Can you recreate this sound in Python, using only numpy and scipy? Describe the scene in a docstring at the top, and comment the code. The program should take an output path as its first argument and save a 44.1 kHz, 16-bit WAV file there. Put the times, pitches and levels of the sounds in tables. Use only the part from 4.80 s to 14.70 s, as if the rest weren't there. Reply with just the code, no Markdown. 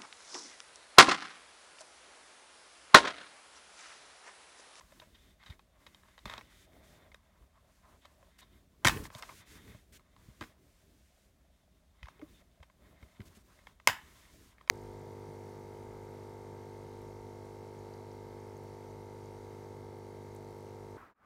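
"""A hand turns a thin plastic disc case on a quilt, close by in a small quiet bedroom.
From the start: low rumble and hiss (shaped noise), sleeve rustle and quilt (noise under strokes).
The case ticks and creaks (noise bursts ringing modes), skin rubs it, its panels thump (decaying sines).
Near 4 s it snaps open, after 9 s it clicks shut; a short noise tail follows the loud snaps."""
import sys
import numpy as np
from scipy import signal
from scipy.fft import rfft, irfft, next_fast_len
from scipy.io import wavfile
from scipy.ndimage import uniform_filter1d

SR = 44100
rng = np.random.default_rng(int(sys.argv[2]) if len(sys.argv) > 2 else 0)


def waveform_to_disk(signal):
    """Save audio, clipped to [-1, 1], as 16-bit WAV at the path in sys.argv[1]."""
    frames = np.transpose(np.atleast_2d(signal))
    scaled = np.clip(frames, -1, 1) * 32767
    samples = np.round(scaled).astype(np.int16)
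    wavfile.write(sys.argv[1], SR, samples)


def decibels_to_gain(level_db):
    """Convert a level in decibels to a linear amplitude gain (20 dB per decade)."""
    exponent = np.asarray(level_db, float) / 20
    return 10 ** exponent


N = 436590


def colour(x, points):
    """Filter by (hz, level_db) points joined on a log-frequency axis."""
    hz, level_db = np.transpose(points)
    size = next_fast_len(len(x))
    bin_hz = np.maximum(np.arange(size // 2 + 1) * SR / size, 1)
    gain = decibels_to_gain(np.interp(np.log(bin_hz), np.log(hz), level_db))
    return irfft(rfft(x, size) * gain, size)[:len(x)]


def unit(x):
    """Scale to rms 1."""
    return x / np.sqrt(np.mean(x ** 2))


def walk(rate_hz):
    """Random levels held 1 / rate_hz and slewed twice; spread near 1."""
    hold = int(SR / rate_hz)
    steps = np.repeat(rng.standard_normal(N // hold + 1), hold)
    return 1.3 * uniform_filter1d(uniform_filter1d(steps, hold), hold)[:N]


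def add(out, start_s, sound, peak_db):
    """Lay a sound in at start_s, scaled to peak_db."""
    i = int(start_s * SR)
    part = sound[:N - i]
    out[i:i + len(part)] += part * decibels_to_gain(peak_db) / np.max(np.abs(sound))


def grains(per_s, spread_db):
    """Tiny slips of fibre or skin: sparse clicks of uneven, bounded size."""
    count = int(per_s * N / SR)
    size_db = spread_db * np.minimum(rng.exponential(size=count), 3)
    out = np.zeros(N)
    out[rng.integers(0, N, count)] = rng.standard_normal(count) * decibels_to_gain(size_db)
    return out


def strokes(rows):
    """Gain of hand movements that swell, hold and fade; rows: centre_s, length_s, level_db."""
    edge_steepness = 11
    t = np.arange(0, N + 64, 64) / SR
    gain = sum(decibels_to_gain(level_db) * np.exp(-np.abs((t - centre_s) / (length_s / 2)) ** edge_steepness)
               for centre_s, length_s, level_db in rows)
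    return np.repeat(gain, 64)[:N]


# rumble and hiss spectrum: hz, density_db [dB per Hz]
QUIET_SPECTRUM = [(15, -41.5), (25, -4), (74, -4.5), (114, -22.5), (190, -15), (405, -35.5), (659, -28.5),
                  (714, -34), (16000, -50)]


def background():
    """Low house rumble and microphone hiss: steady shaped noise."""
    return unit(colour(rng.standard_normal(N), QUIET_SPECTRUM)) * decibels_to_gain(-67)


# skin and sleeve sweeps over cloth: centre_s, length_s, level_db
BRUSHES = [(.08, 0.38, -71.5), (.4, 0.28, -79), (0.688, 0.13, -78), (1.197, 0.41, -77.5),
           (1.547, 0.31, -78), (1.78, 0.16, -69.5), (2.11, 0.16, -72.5), (3.19, 0.68, -82),
           (3.598, 0.029, -62), (4.253, 0.038, -55), (4.39, 0.018, -58), (4.47, 0.3, -61.5),
           (4.72, 0.12, -66.5), (4.86, 0.36, -73), (5.15, 0.055, -63), (5.55, 0.346, -75.5),
           (6.148, 0.66, -80.5), (7.551, 0.13, -75.5), (8.297, 0.21, -82.5), (8.469, 0.033, -67),
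           (8.563, 0.03, -68.5), (8.55, 0.14, -75.5), (8.785, 0.28, -78.5), (9.396, 0.64, -69)]
# cloth hiss spectrum: hz, density_db [dB per Hz]
RUSTLE_SPECTRUM = [(880, -29), (1500, -2), (4920, -5.5), (6760, -5), (13800, -12), (16000, -17)]


def brush_gain():
    """Sweep strokes over the faint level of the hand at rest."""
    return decibels_to_gain(-81.5) + strokes(BRUSHES)


def rustle():
    """Skin and sleeve hiss: noise and fibre grains under the sweeps."""
    fibres = rng.standard_normal(N) + grains(580, 2.2)
    return unit(colour(fibres, RUSTLE_SPECTRUM)) * brush_gain() * decibels_to_gain(walk(23))


# quilt spectrum: hz, density_db [dB per Hz]
QUILT_SPECTRUM = [(45, -3.5), (100, -7.5), (200, -12), (400, -14.5), (800, -39.5)]
QUILT_DB, QUILT_DB_PER_DB = -69.5, 0.5  # level under a -71 dB movement, and its growth
QUILT_AFTER_THUMP_DB, SETTLE_S = -26, 0.086


def quilt():
    """The quilt gives way under sweeps and rubs, and settles after thumps."""
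    movement = brush_gain() + strokes(row[:3] for row in RUBS)
    movement = uniform_filter1d(movement, size=SR // 8)
    blows = np.zeros(N)
    for start_s, peak_db, pitch_hz in THUMPS:
        # deep thumps press most
        blows[int(start_s * SR)] += decibels_to_gain(peak_db + QUILT_AFTER_THUMP_DB - 3.8 * np.log2(pitch_hz / 100))
    settle = signal.lfilter([1], [1, -np.exp(-1 / (SETTLE_S * SR))], blows)
    press = decibels_to_gain(QUILT_DB) * (movement / decibels_to_gain(-71)) ** QUILT_DB_PER_DB + settle
    flutter = decibels_to_gain(4.5 * walk(14) + walk(3))
    return unit(colour(rng.standard_normal(N), QUILT_SPECTRUM)) * press * flutter


# case modes before grip and scatter: mode_hz, level_db, t60_s
CASE_MODES = [(623, -4, 0.025), (1050, -6.5, 0.018), (1280, -9, 0.012), (1596, -8, 0.0089),
              (1885, -10, 0.016), (2100, -6.5, 0.015), (2500, -11, 0.011), (3060, -9.5, 0.018),
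              (3300, -5, 0.011), (3700, 2, 0.017), (4660, -8.5, 0.0039)]
RING_OCTAVES, MODE_SCATTER_DB, MODE_DRIFT = 0.95, 3, 0.02  # drift as a fraction of mode_hz
RIM_LOW_HZ, RIM_HIGH_HZ = 3150, 4000


def ring(centre_hz, octaves=RING_OCTAVES, rim_db=0):
    """The case answers one push; the grip favours modes near a centre and shifts them a little."""
    t = np.arange(2048) / SR
    mode_hz, level_db, t60_s = np.transpose(CASE_MODES)[:, :, None]
    level_chance, pitch_chance = rng.standard_normal((2, len(CASE_MODES), 1))
    near_db = -6 * (np.log2(mode_hz / centre_hz) / octaves) ** 2
    near_db = near_db + rim_db * ((mode_hz > RIM_LOW_HZ) & (mode_hz < RIM_HIGH_HZ))
    gain = decibels_to_gain(level_db + near_db + MODE_SCATTER_DB * level_chance)
    shifted_hz = mode_hz * (1 + MODE_DRIFT * pitch_chance)
    modes = np.sum(gain * decibels_to_gain(-60 * t / t60_s) * np.sin(2 * np.pi * shifted_hz * t), axis=0)
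    # a small thin panel radiates almost no bass
    return signal.sosfilt(signal.butter(4, 560, "high", fs=SR, output="sos"), modes)


# slips and snaps of the plastic: start_s, ring_peak_db, centre_hz, slip_ms (played within 1-20)
CLICKS = [(0.008, -48, 1330, 5.1), (0.119, -49.5, 1030, 8.9), (0.1977, -40, 2700, 5.4),
          (0.215, -47.5, 1040, 18), (0.344, -51.5, 3340, 24), (0.634, -46.5, 1930, 6),
          (0.66, -42, 2440, 19), (0.6984, -43.5, 2310, 11.4), (0.7932, -47.5, 1250, 4.2),
          (1.284, -52, 1100, 3.2), (1.0641, -40.5, 1860, 8.6), (1.146, -43, 2060, 2.6),
          (1.233, -51, 1220, 3), (1.3785, -45.5, 1420, 4.2), (1.3894, -45, 1830, 2.9),
          (1.4551, -29.5, 1460, 6), (1.4794, -42, 1540, 2.6), (1.4967, -30.5, 1800, 5.4),
          (1.5253, -38, 1300, 2.9), (1.537, -30, 2080, 2.3), (1.566, -50, 1710, 3),
          (1.579, -31.5, 1750, 2.1), (1.6103, -39.5, 1180, 6), (2.3166, -48, 1320, 7),
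          (2.344, -41.5, 1310, 2.3), (3.25, -44.5, 1260, 8.7), (3.427, -50.5, 1110, 3),
          (3.586, -51.5, 2800, 8.1), (3.615, -49.5, 1890, 22), (4.0476, -11, 2100, 1.9),
          (4.0507, -11.5, 1290, 8), (4.062, -17.5, 2320, 2.1), (4.068, -14, 2130, 3.6),
          (4.0716, -9.5, 2100, 5.2), (4.082, -11.5, 2400, 2.9), (4.0944, -19, 1540, 3.8),
          (4.1723, -35, 2020, 1.8), (4.2519, -37.5, 2100, 5.2), (4.302, -41, 1060, 3.5),
          (4.349, -38, 9100, 1.8), (4.349, -44.5, 900, 3), (4.387, -45.5, 1050, 12),
          (4.4239, -34, 9100, 1.2), (4.424, -34, 1600, 11), (4.4902, -39.5, 1300, 8.6),
          (4.9447, -51, 879, 6.2), (5.1947, -54, 1415, 2.4), (5.363, -50.5, 1200, 3.7),
          (5.6096, -37.5, 6990, 1.3), (5.611, -33, 1490, 4.9), (5.617, -36, 2000, 6.7),
          (5.6246, -32.5, 1590, 2.2), (5.636, -41.5, 1900, 7.6), (7.2295, -38.5, 1773, 1.95),
          (7.257, -46, 2500, 2.6), (7.269, -48, 1150, 3.3), (7.2833, -37, 1425, 4.1),
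          (7.3943, -52, 1300, 2), (7.414, -48.5, 1243, 6.7), (7.802, -55.5, 1210, 2.9),
          (7.8269, -46, 1700, 7.9), (7.899, -53, 1208, 2.45), (8.2263, -48, 1633, 5.4),
          (8.403, -45, 1465, 3.5), (8.416, -48.5, 2420, 4.6), (8.788, -52.5, 1120, 7),
          (8.8688, -40, 1395, 4.4), (8.999, -46, 1210, 3.1), (9.073, -3.5, 1600, 2.6),
          (9.0832, -18.5, 1360, 7.4), (9.0963, -21, 1850, 4.5), (9.7821, -51, 1384, 2.2),
          (9.81, -46, 1170, 3.2), (9.8752, -43.5, 1540, 3), (9.8979, -6.5, 1900, 3.4)]
# crack spectrum: hz, density_db [dB per Hz]
CRACK_SPECTRUM = [(600, -14), (2500, -5), (6000, 4.5), (13000, -8), (17000, -17)]
CRACK_DB, CRACK_DB_PER_DB, CRACK_DB_PER_OCTAVE = 3, 0.58, 5  # harder, higher slips are brighter
SLIP_SHAPE = 2.1  # 1 = falls at once, 2 = holds a moment
OPENS_S, OPEN_RIM_DB, OPEN_OCTAVES = 4.04, -13, 0.8  # unlatched: weaker rim, fewer modes
TAIL_DB_PER_DB = 0.05  # the tail grows faster than the snap


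def fullness(x):
    """Root energy over peak."""
    return np.sqrt(np.sum(x ** 2)) / np.max(np.abs(x))


def clicks():
    """Sparse uneven pushes ring the case, plus a bright crack; also returns toneless jolts for the tail."""
    out, stir, t = np.zeros(N), np.zeros(N), np.arange(2048) / SR
    for start_s, ring_peak_db, centre_hz, slip_ms in CLICKS:
        crack_db = ring_peak_db + CRACK_DB + CRACK_DB_PER_DB * ring_peak_db
        crack_db += CRACK_DB_PER_OCTAVE * np.log2(centre_hz / 1700)
        body_noise, crack_noise = rng.standard_normal((2, len(t)))
        slip_s = np.clip(slip_ms, 1, 20) / 1000
        rise = 1 - np.exp(-t / (0.11 * slip_s))  # long scrapes start softer
        slip = rise * np.exp(-(t / slip_s) ** SLIP_SHAPE)
        if start_s > OPENS_S:
            answer = ring(centre_hz, OPEN_OCTAVES, OPEN_RIM_DB)
        else:
            answer = ring(centre_hz)
        body = signal.fftconvolve(answer, body_noise ** 3 * slip)
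        crack = colour(crack_noise ** 3, CRACK_SPECTRUM) * slip
        add(out, start_s, body, ring_peak_db)
        add(out, start_s, crack, crack_db)
        # match the ring's energy; hard snaps shake the lid more
        jolt = crack_noise * slip
        match_db = 20 * np.log10(fullness(body) / fullness(jolt))
        add(stir, start_s, jolt, ring_peak_db * (1 + TAIL_DB_PER_DB) + match_db)
    return out, stir


# tail colour: hz, level_db
ROOM_COLOUR = [(350, -35), (780, -9.5), (1080, 0.5), (1400, -6.5), (1950, -3), (2800, -7), (5500, -11.5),
               (14000, -22.5)]
ROOM_T60_S, ROOM_TREBLE_T60_S, ROOM_DB, ROOM_GAP_S = 0.29, 0.21, -9.5, 0.002


def room(stir):
    """Walls, bedding and loose lid answer with a short, dense, rattly tail whose treble dies first."""
    t = np.arange(SR // 2) / SR
    noise = colour(rng.standard_normal(len(t)), ROOM_COLOUR)
    low = signal.sosfilt(signal.butter(2, 3000, fs=SR, output="sos"), noise)
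    tail = low * decibels_to_gain(-60 * t / ROOM_T60_S) + (noise - low) * decibels_to_gain(-60 * t / ROOM_TREBLE_T60_S)
    rattle = decibels_to_gain(1.3 * walk(280)[:len(t)])
    tail = tail * rattle * np.clip(t / ROOM_GAP_S, 0, 1) ** 2
    return signal.fftconvolve(stir, tail / np.sqrt(np.sum(tail ** 2)))[:N] * decibels_to_gain(ROOM_DB)


# fingers slide on the case: centre_s, length_s, level_db, part_hz (part of the case that rings)
RUBS = [(0.156, 0.27, -73.5, 1370), (0.424, 0.25, -70, 2780), (0.676, 0.17, -65, 2230),
        (1.17, 0.56, -73, 1580), (1.529, 0.14, -50.5, 1490), (1.734, 0.31, -69.5, 2610),
        (2.092, 0.46, -77.5, 610), (2.094, 0.41, -71.5, 2090), (2.733, 0.68, -77, 1330),
        (3.099, 0.14, -66, 1050), (3.24, 0.049, -62.5, 3150), (3.373, 0.27, -75.5, 920),
        (3.647, 0.33, -73, 2100), (4.159, 0.25, -58.5, 1130), (4.423, 0.23, -61.5, 1050),
        (4.779, 0.44, -63, 1990), (5.493, 0.6, -76.5, 1518), (7.325, 0.31, -72.5, 1595),
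        (7.552, 0.15, -74, 2500), (8.168, 0.36, -85, 646), (8.189, 0.36, -71, 1770),
        (8.465, 0.25, -73.5, 1190), (8.81, 0.27, -72, 1400), (9.319, 0.4, -66.5, 1554),
        (9.657, 0.15, -71.5, 1610), (9.834, 0.28, -77.5, 1393)]
# parts of the case under the fingers: part_hz, level_db
RUB_PARTS = [(620, 4.5), (1050, -3), (2000, -3.5), (3400, -4.5)]
REST_RUB_DB, RUB_OCTAVES = -80, 0.55  # hand at rest (halved per part); reach of the fingers
JERK_DB, JERKS_PER_S = 3.5, 45
TAPS_PER_S, TAP_DB = 30, 17  # small catches of nail and skin
SKIN_DAMP_S = 0.008  # skin on the panel shortens the ring


def rub():
    """Fine skin slips stir the hand-damped case near the fingers; each part comes and goes in jerks."""
    out, damping = np.zeros(N), np.exp(-np.arange(2048) / SR / SKIN_DAMP_S)
    for hz, part_db in RUB_PARTS:
        taps = decibels_to_gain(TAP_DB) * grains(TAPS_PER_S, 3)
        slips = rng.standard_normal(N) + 1.8 * grains(300, 5) + taps
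        near = strokes((centre_s, length_s, level_db - 6 * (np.log2(hz / part_hz) / RUB_OCTAVES) ** 2)
                       for centre_s, length_s, level_db, part_hz in RUBS)
        body = unit(signal.fftconvolve(slips, ring(hz, 0.51) * damping)[:N])
        jerks = decibels_to_gain(part_db + JERK_DB * walk(JERKS_PER_S))
        out += (decibels_to_gain(REST_RUB_DB) / 2 + near) * jerks * body
    return out


# low thumps of the hollow panels, from knocks and under the snaps: start_s, peak_db, pitch_hz
THUMPS = [(0.692, -39, 79), (1.448, -41.5, 46.6), (1.456, -41.5, 200), (1.54, -52, 47.7), (1.577, -49, 228),
          (2.607, -52.5, 56), (4.051, -22, 114.3), (4.07, -31, 47), (4.069, -33.5, 246.5),
          (4.047, -26.5, 332), (4.349, -43, 119), (4.592, -54, 91), (4.941, -46, 107), (5.479, -47.5, 112),
          (5.607, -42, 94), (5.61, -38.5, 330), (5.622, -43.5, 240), (7.224, -40.5, 61.5),
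          (7.394, -50, 420), (7.421, -40.5, 292), (7.4278, -40, 309), (7.796, -48, 71.3),
          (8.215, -44.5, 62), (8.222, -52, 229), (8.393, -41, 200), (8.396, -38.5, 97.4), (8.568, -51, 209),
          (9.071, -39, 254), (9.083, -39, 100.5)]
THUMP_SWELL_CYCLES = 0.76
THUMP_T60_S, THUMP_T60_SLOPE = 0.055, 0.27  # decay at 100 Hz, longer for the stiff higher booms


def thumps():
    """Low thumps of the hollow panels, from knocks and under the snaps: two sines swell and die fast."""
    out, t = np.zeros(N), np.arange(SR // 4) / SR
    for start_s, peak_db, pitch_hz in THUMPS:
        swell = 1 - np.exp(-(t * pitch_hz / THUMP_SWELL_CYCLES) ** 2)
        t60_s = THUMP_T60_S * (pitch_hz / 100) ** THUMP_T60_SLOPE
        boom = np.sin(2 * np.pi * pitch_hz * t) + 0.36 * np.sin(2 * np.pi * 1.9 * pitch_hz * t)
        add(out, start_s, swell * decibels_to_gain(-60 * t / t60_s) * boom, peak_db)
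    return out


def scene():
    """Case and hand close by, the room behind them."""
    plastic, stir = clicks()
    hand = rustle() + quilt() + rub()
    return (background() + hand + plastic + room(stir) + thumps())[None]


def top_cut(x):
    """Nothing passes above the cut-off."""
    return signal.sosfilt(signal.butter(12, 16000, fs=SR, output="sos"), x)


def record(dry):
    """The phone cuts the deepest bass."""
    mix = signal.sosfilt(signal.butter(4, 42, "high", fs=SR, output="sos"), dry)
    return top_cut(mix)


dry = scene()
out = record(dry)
waveform_to_disk(out)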